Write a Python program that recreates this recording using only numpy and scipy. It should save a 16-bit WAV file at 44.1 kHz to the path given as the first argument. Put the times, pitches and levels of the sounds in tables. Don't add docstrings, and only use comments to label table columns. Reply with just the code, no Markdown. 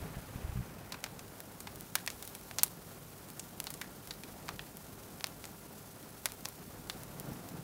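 import sys
import numpy as np
from scipy import signal
from scipy.fft import rfft, irfft
from scipy.io import wavfile
from scipy.ndimage import uniform_filter1d

SR = 44100
rng = np.random.default_rng(int(sys.argv[2]) if len(sys.argv) > 2 else 0)


def wav_record(signal):
    frames = np.transpose(np.atleast_2d(signal))
    bounded = np.clip(frames, -1, 1)
    quanta = np.round(bounded * 32767).astype(np.int16)
    wavfile.write(sys.argv[1], SR, quanta)


N = 336483

# (time [s], relative snap level [dB], resonance of the hollow beneath [Hz],
# its level re snap [dB], resonance of the skin [Hz], its level re snap [dB],
# level of the tail after the snap [dB]: echoes and, where high, a brief fizzing spit of gas)
BLISTERS = [(.922, -14.5, 1490, -9, 4500, -7, 5.5), (.942, -22.5, 1210, 8, 2400, 2, 10.5),
            (1.041, -7.5, 2300, 5, 5900, -5, -4), (1.063, -18, 1300, 5, 2800, -5, -1),
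            (1.1932, -22, 2880, 1, 7160, 4, -1), (1.4042, -22, 1700, 9, 13300, 5.5, -10),
            (1.604, -29.5, 980, 0, 8950, 9, 7.5), (1.672, -12.5, 1080, 4.5, 2300, -1, 1),
            (1.7588, -26, 1150, -1, 13400, 6, -15), (1.8091, -24, 900, -7, 12200, 9, -11),
            (1.9545, -0.5, 1620, 7.5, 10600, -2.5, -3), (2.0637, -22, 2840, 8, 9000, 11, -18),
            (2.0758, -8, 2050, 7.5, 5330, -3, 0.5), (2.1028, -14.5, 2540, -1, 7300, 2, -8),
            (2.225, -25, 900, -12, 12500, 2, 7.5), (2.252, -31, 900, 5, 13300, 12, -3),
            (2.2759, -24, 1520, -9, 13400, 6, 1), (2.351, -22, 2860, 6, 10400, 4.5, 0),
            (2.5121, -13, 1750, 4.5, 2500, 0, -14), (2.5856, -6, 1790, -11, 6400, 5.5, -2.5),
            (2.5934, -12.5, 2630, 0, 4600, 6, 1.5), (2.6337, -3, 1100, 2, 11100, 13.5, -4),
            (3.3023, -26, 2570, -6, 11300, 4, -6), (3.3955, -21.5, 2920, 0, 7340, 11.5, 2.5),
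            (3.6022, -10, 2880, 2.5, 10100, 3.5, -11), (3.6418, -22, 2840, 2, 11700, 8.5, -11),
            (3.6695, -12, 900, -3, 4300, 4.5, -0.5), (3.7041, -22.5, 1370, -5, 13400, 7, 3.5),
            (3.74, -22, 900, -7, 8600, 7, 0), (3.8138, -25.5, 1870, 14, 11000, -4, 13),
            (4.0739, -23.5, 1460, -2, 12500, 1, -1), (4.1083, -16, 1500, -7, 4280, 5.5, 4),
            (4.236, -18, 2350, 4, 5200, -11, -2), (4.4828, -23, 2060, 11, 4400, 4, 2),
            (4.4901, -8, 1120, 12.5, 2980, -12, -4.5), (4.5937, -11.5, 2880, 6.5, 1770, 5, -4),
            (4.7707, -28.5, 2840, -1, 11800, 11, -8), (5.2086, -13, 1900, -4, 3100, -3, -14),
            (5.2427, -2.5, 2200, 1.5, 4700, 2.5, -14), (5.2693, -20, 2830, 2, 12400, 1, -4),
            (5.4416, -15, 2200, 1, 3600, -13, -4), (5.4543, -20.5, 1480, -3, 7800, 6, -12),
            (6.2576, -2, 1700, 3, 9050, -0.5, -4), (6.3207, -19, 2710, -4, 9800, 2, -11),
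            (6.451, -26, 2200, -3, 9000, 3, 4), (6.4558, -8, 970, -2, 5700, 4, -8),
            (6.4873, -33, 2230, -6, 11500, 19, -6), (6.8989, -6.5, 1550, -2, 3720, 3.5, -4.5),
            (7.0345, -27, 900, -2, 10000, 9, -8), (7.1993, -23, 1250, -4, 12000, 10.5, -7),
            (7.4888, -24, 1740, -2, 12000, 0, -3)]
SNAP_OVER_SKIN = 1.95


def gain_of(db):
    return 10 ** (np.asarray(db) / 20)


def evened(x):
    return x / np.sqrt(np.mean(x ** 2) + 1e-20)


def add(mix, s, sound):
    part = mix[max(round(s * SR), 0):][:len(sound)]
    part += sound[:len(part)]


def coloured(x, spectrum):
    hz, db = np.transpose(spectrum)
    curve_db = np.interp(np.log(np.fft.rfftfreq(N, 1 / SR) + 1), np.log(hz), db)
    return irfft(rfft(x) * gain_of(curve_db), N)


def dulled(x, hz):
    pole = np.exp(-2 * np.pi * hz / SR)
    return signal.lfilter([1 - pole], [1, -pole], x)


def fluctuation(corner_hz):
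    hz = np.fft.rfftfreq(N, 1 / SR)
    return evened(irfft(rfft(rng.standard_normal(N)) / (1 + (hz / corner_hz) ** 2), N))


def turbulence(spectrum, flicker_db, flicker_hz):
    flicker = gain_of(flicker_db * fluctuation(flicker_hz))
    return evened(coloured(rng.standard_normal(N), spectrum) * flicker)


def swell(calm_db, gust_db, fade_s, flare_share, gust_hold_s=0.69):
    # (peak time [s], 1/e half-width [s], rise at a share of 1 [dB])
    flares = [(0.055, 0.033, 4), (4.494, 0.11, 2.5), (7.298, 0.48, 4), (7.303, 0.036, 4.5),
              (7.567, 0.071, 3)]
    t = np.arange(N) / SR
    gust = np.clip(1 - (t - gust_hold_s) / fade_s, 0, 1)
    flare_db = sum(db * np.exp(-((t - s) / half) ** 2) for s, half, db in flares)
    return gain_of(calm_db + gust_db * gust + flare_share * flare_db)


def flames():
    # (frequency [Hz], relative spectral density [dB])
    roar_spectrum = [(50, -50), (95, -15), (145, 2.5), (210, -2.5), (300, -8), (400, -15), (550, -18),
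                     (1200, -58)]
    rush_spectrum = [(100, -14), (250, -0.5), (350, 0), (550, -1.5), (720, -1.5), (1000, -5), (1500, -9.5),
                     (2200, -15), (3200, -20.5), (6000, -21.5), (16000, -48)]
    licks_spectrum = [(300, -10), (1000, -1.5), (1600, -2), (2500, -4.5), (4000, -15.5), (8000, -35),
                      (16000, -45)]
    buffet_spectrum = [(15, -38), (30, -16), (48, 3), (75, -2), (110, 1.5), (200, -27), (500, -58)]
    roar = turbulence(roar_spectrum, flicker_db=2.2, flicker_hz=42)
    roar *= swell(calm_db=-56, gust_db=3, fade_s=.5, flare_share=1.4)
    rush = turbulence(rush_spectrum, flicker_db=1.7, flicker_hz=26.1)
    rush *= swell(calm_db=-56, gust_db=3.5, fade_s=.27, flare_share=.64)
    licks = turbulence(licks_spectrum, flicker_db=4, flicker_hz=38)
    licks *= swell(calm_db=-70, gust_db=11, fade_s=.72, flare_share=.61)
    buffet = turbulence(buffet_spectrum, flicker_db=1.4, flicker_hz=1.6)
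    buffet *= swell(calm_db=-61.5, gust_db=6.5, fade_s=.49, flare_share=.14)
    return roar + rush + licks + buffet


def hiss():
    # (time [s], level [dB])
    envelope = [(0, -57), (.55, -58), (.8, -60), (1.3, -58), (2.2, -55.5), (2.8, -57), (7.63, -56.5)]
    # (frequency [Hz], relative spectral density [dB])
    spectrum = [(300, -4), (1500, -5.5), (3000, -1), (5000, 0), (8000, 1), (11000, 2.5), (14500, 3),
                (15700, 2), (16200, -59), (17000, -50)]
    s, db = np.transpose(envelope)
    gain = gain_of(np.interp(np.arange(N) / SR, s, db))
    return gain * turbulence(spectrum, flicker_db=1.35, flicker_hz=60)


def hum(waver_hz=6):
    # (frequency [Hz], level [dB], rms frequency deviation [Hz])
    partials = [(100, -66, 1), (400, -68, 1.8), (1400, -73, 1)]
    out = np.zeros(N)
    for hz, db, deviation in partials:
        pitch_hz = hz + deviation * fluctuation(waver_hz)
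        out += gain_of(db) * evened(np.sin(2 * np.pi * np.cumsum(pitch_hz) / SR))
    return out


def flaps(level_db=-1, cycles=0.45, every_s=.016):
    # (start time [s], duration [s], relative peak level [dB], frequency [Hz])
    bouts = [(.028, .01, -35, 80), (.171, .025, -32.5, 126), (.36, .01, -29.5, 126), (.45, .01, -28, 67),
             (.497, .01, -29.5, 73), (.529, .01, -35, 75), (.56, .055, -27, 114), (4.54, .01, -37, 120),
             (7.321, .01, -32, 180), (7.565, .01, -40, 150)]
    out, t = np.zeros(N), np.arange(-SR // 20, SR // 20) / SR
    for start, length, db, hz in bouts:
        push = gain_of(db + level_db) * np.cos(2 * np.pi * hz * t) * np.exp(-(hz * t / cycles) ** 2)
        for s in start + np.arange(0, length, every_s):
            add(out, s + t[0], push[s + t >= 0])
    return out


def burst(corner_hz, resonances, lowest_hz=600, size=512):
    f = np.fft.rfftfreq(size, 1 / SR)
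    power = 1 / (1 + (f / corner_hz) ** 2) ** 2
    for hz, db, q in resonances:
        s = 1j * f / hz
        band = abs(s / q / (1 + s / q + s ** 2))
        power += (gain_of(db) * band ** 2) ** 2
    power /= 1 + (lowest_hz / (f + 1)) ** 12
    log_gain = np.log(power + 1e-8) / 2
    log_spectrum = signal.hilbert(np.r_[log_gain, log_gain[-2:0:-1]]).conj()
    return np.fft.ifft(np.exp(log_spectrum)).real


def scatter(t60, size=6144):
    t = np.arange(size) / SR
    arrived = t > .0005
    spectrum = rfft(rng.standard_normal(size) * gain_of(-60 * t / t60) * arrived)
    power = uniform_filter1d(abs(spectrum) ** 2, size=120)
    whitened = irfft(spectrum / np.sqrt(power), size)
    return evened(whitened * arrived) / np.sqrt(size)


def surroundings(tail_db, bounce_db=-5, near_db=-1, far_db=-8):
    # (delay [s], relative level [dB])
    echoes = [(.0036, -4.5), (0.0299, -16), (0.046, -21)]
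    near = gain_of(near_db) * scatter(t60=.034)
    far = gain_of(far_db) * scatter(t60=.23)
    for delay, db in echoes:
        smear = evened(rng.standard_normal(64) * np.hanning(64)) / np.sqrt(64)
        add(far, delay, gain_of(db) * smear)
    tail = dulled(near, hz=10000) + dulled(far, hz=3500)
    add(tail, rng.uniform(.0011, .0015), gain_of([bounce_db]))
    return np.r_[1, gain_of(tail_db) * tail[1:]]


def crackle(level_db=-39, spread_db=3, skin_db=6, skin_q=3.4, follow_s=.05, count=130):
    out = np.zeros(N)
    for free, when, wait, size, pitch in rng.random((count, 5)):
        if free < .5:
            s = when * N / SR
        else:
            pop_s = BLISTERS[int(when * len(BLISTERS))][0]
            s = pop_s - follow_s * np.log(1 - wait)
        skin_hz = 5000 + 9000 * pitch
        tick = burst(SNAP_OVER_SKIN * skin_hz, [(skin_hz, skin_db, skin_q)])
        db = level_db + spread_db * min(-np.log(1 - size), 3)
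        add(out, s, gain_of(db) * signal.fftconvolve(tick, surroundings(tail_db=-2)))
    return out


def pops(level_db=-0.05, hollow_q=2.16, skin_q=3.15, soft_hz=8000):
    out = np.zeros(N)
    for s, db, hollow_hz, hollow_db, skin_hz, skin_db, tail_db in BLISTERS:
        damped_q = skin_q / (1 + (skin_hz / soft_hz) ** 2)
        modes = [(hollow_hz, hollow_db, hollow_q), (skin_hz, skin_db, damped_q)]
        pop = burst(SNAP_OVER_SKIN * skin_hz, modes)
        response = surroundings(tail_db)
        add(out, s, gain_of(db + level_db) * signal.fftconvolve(pop, response))
    return out


def spatter(below_db=-22, fade_db_per_s=90, first_s=.011, last_s=.055, low_hz=1800, high_hz=4500):
    out = np.zeros(N)
    count, ring_db, ring_q = 4, 3, 2
    for (s, db, *_), specks in zip(BLISTERS, rng.random((len(BLISTERS), count, 2))):
        for flight, pitch in specks:
            flight_s = first_s + (last_s - first_s) * flight
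            hz = low_hz + (high_hz - low_hz) * pitch
            impact = burst(SNAP_OVER_SKIN * hz, [(hz, ring_db, ring_q)])
            tick = signal.fftconvolve(impact, scatter(t60=.025))
            add(out, s + flight_s, gain_of(db + below_db - fade_db_per_s * flight_s) * tick)
    return out


def scene():
    # (frequency [Hz], gain [dB])
    lump_response = [(450, 3), (700, -1), (1000, 0.5), (1300, -1.5), (1750, -1.5), (2400, -0.5), (3100, -2),
                     (4100, 1), (5500, 0), (8000, -1.5), (11000, 0), (15000, -1.5)]
    blisters = coloured(pops() + crackle() + spatter(), lump_response)
    return (flames() + hiss() + hum() + flaps() + blisters)[None]


def record(dry):
    edge_hz = 16700
    low_pass = signal.firwin(255, edge_hz, window=("kaiser", 8), fs=SR)
    return signal.oaconvolve(dry, low_pass[None], "same")


dry = scene()
out = record(dry)
wav_record(out)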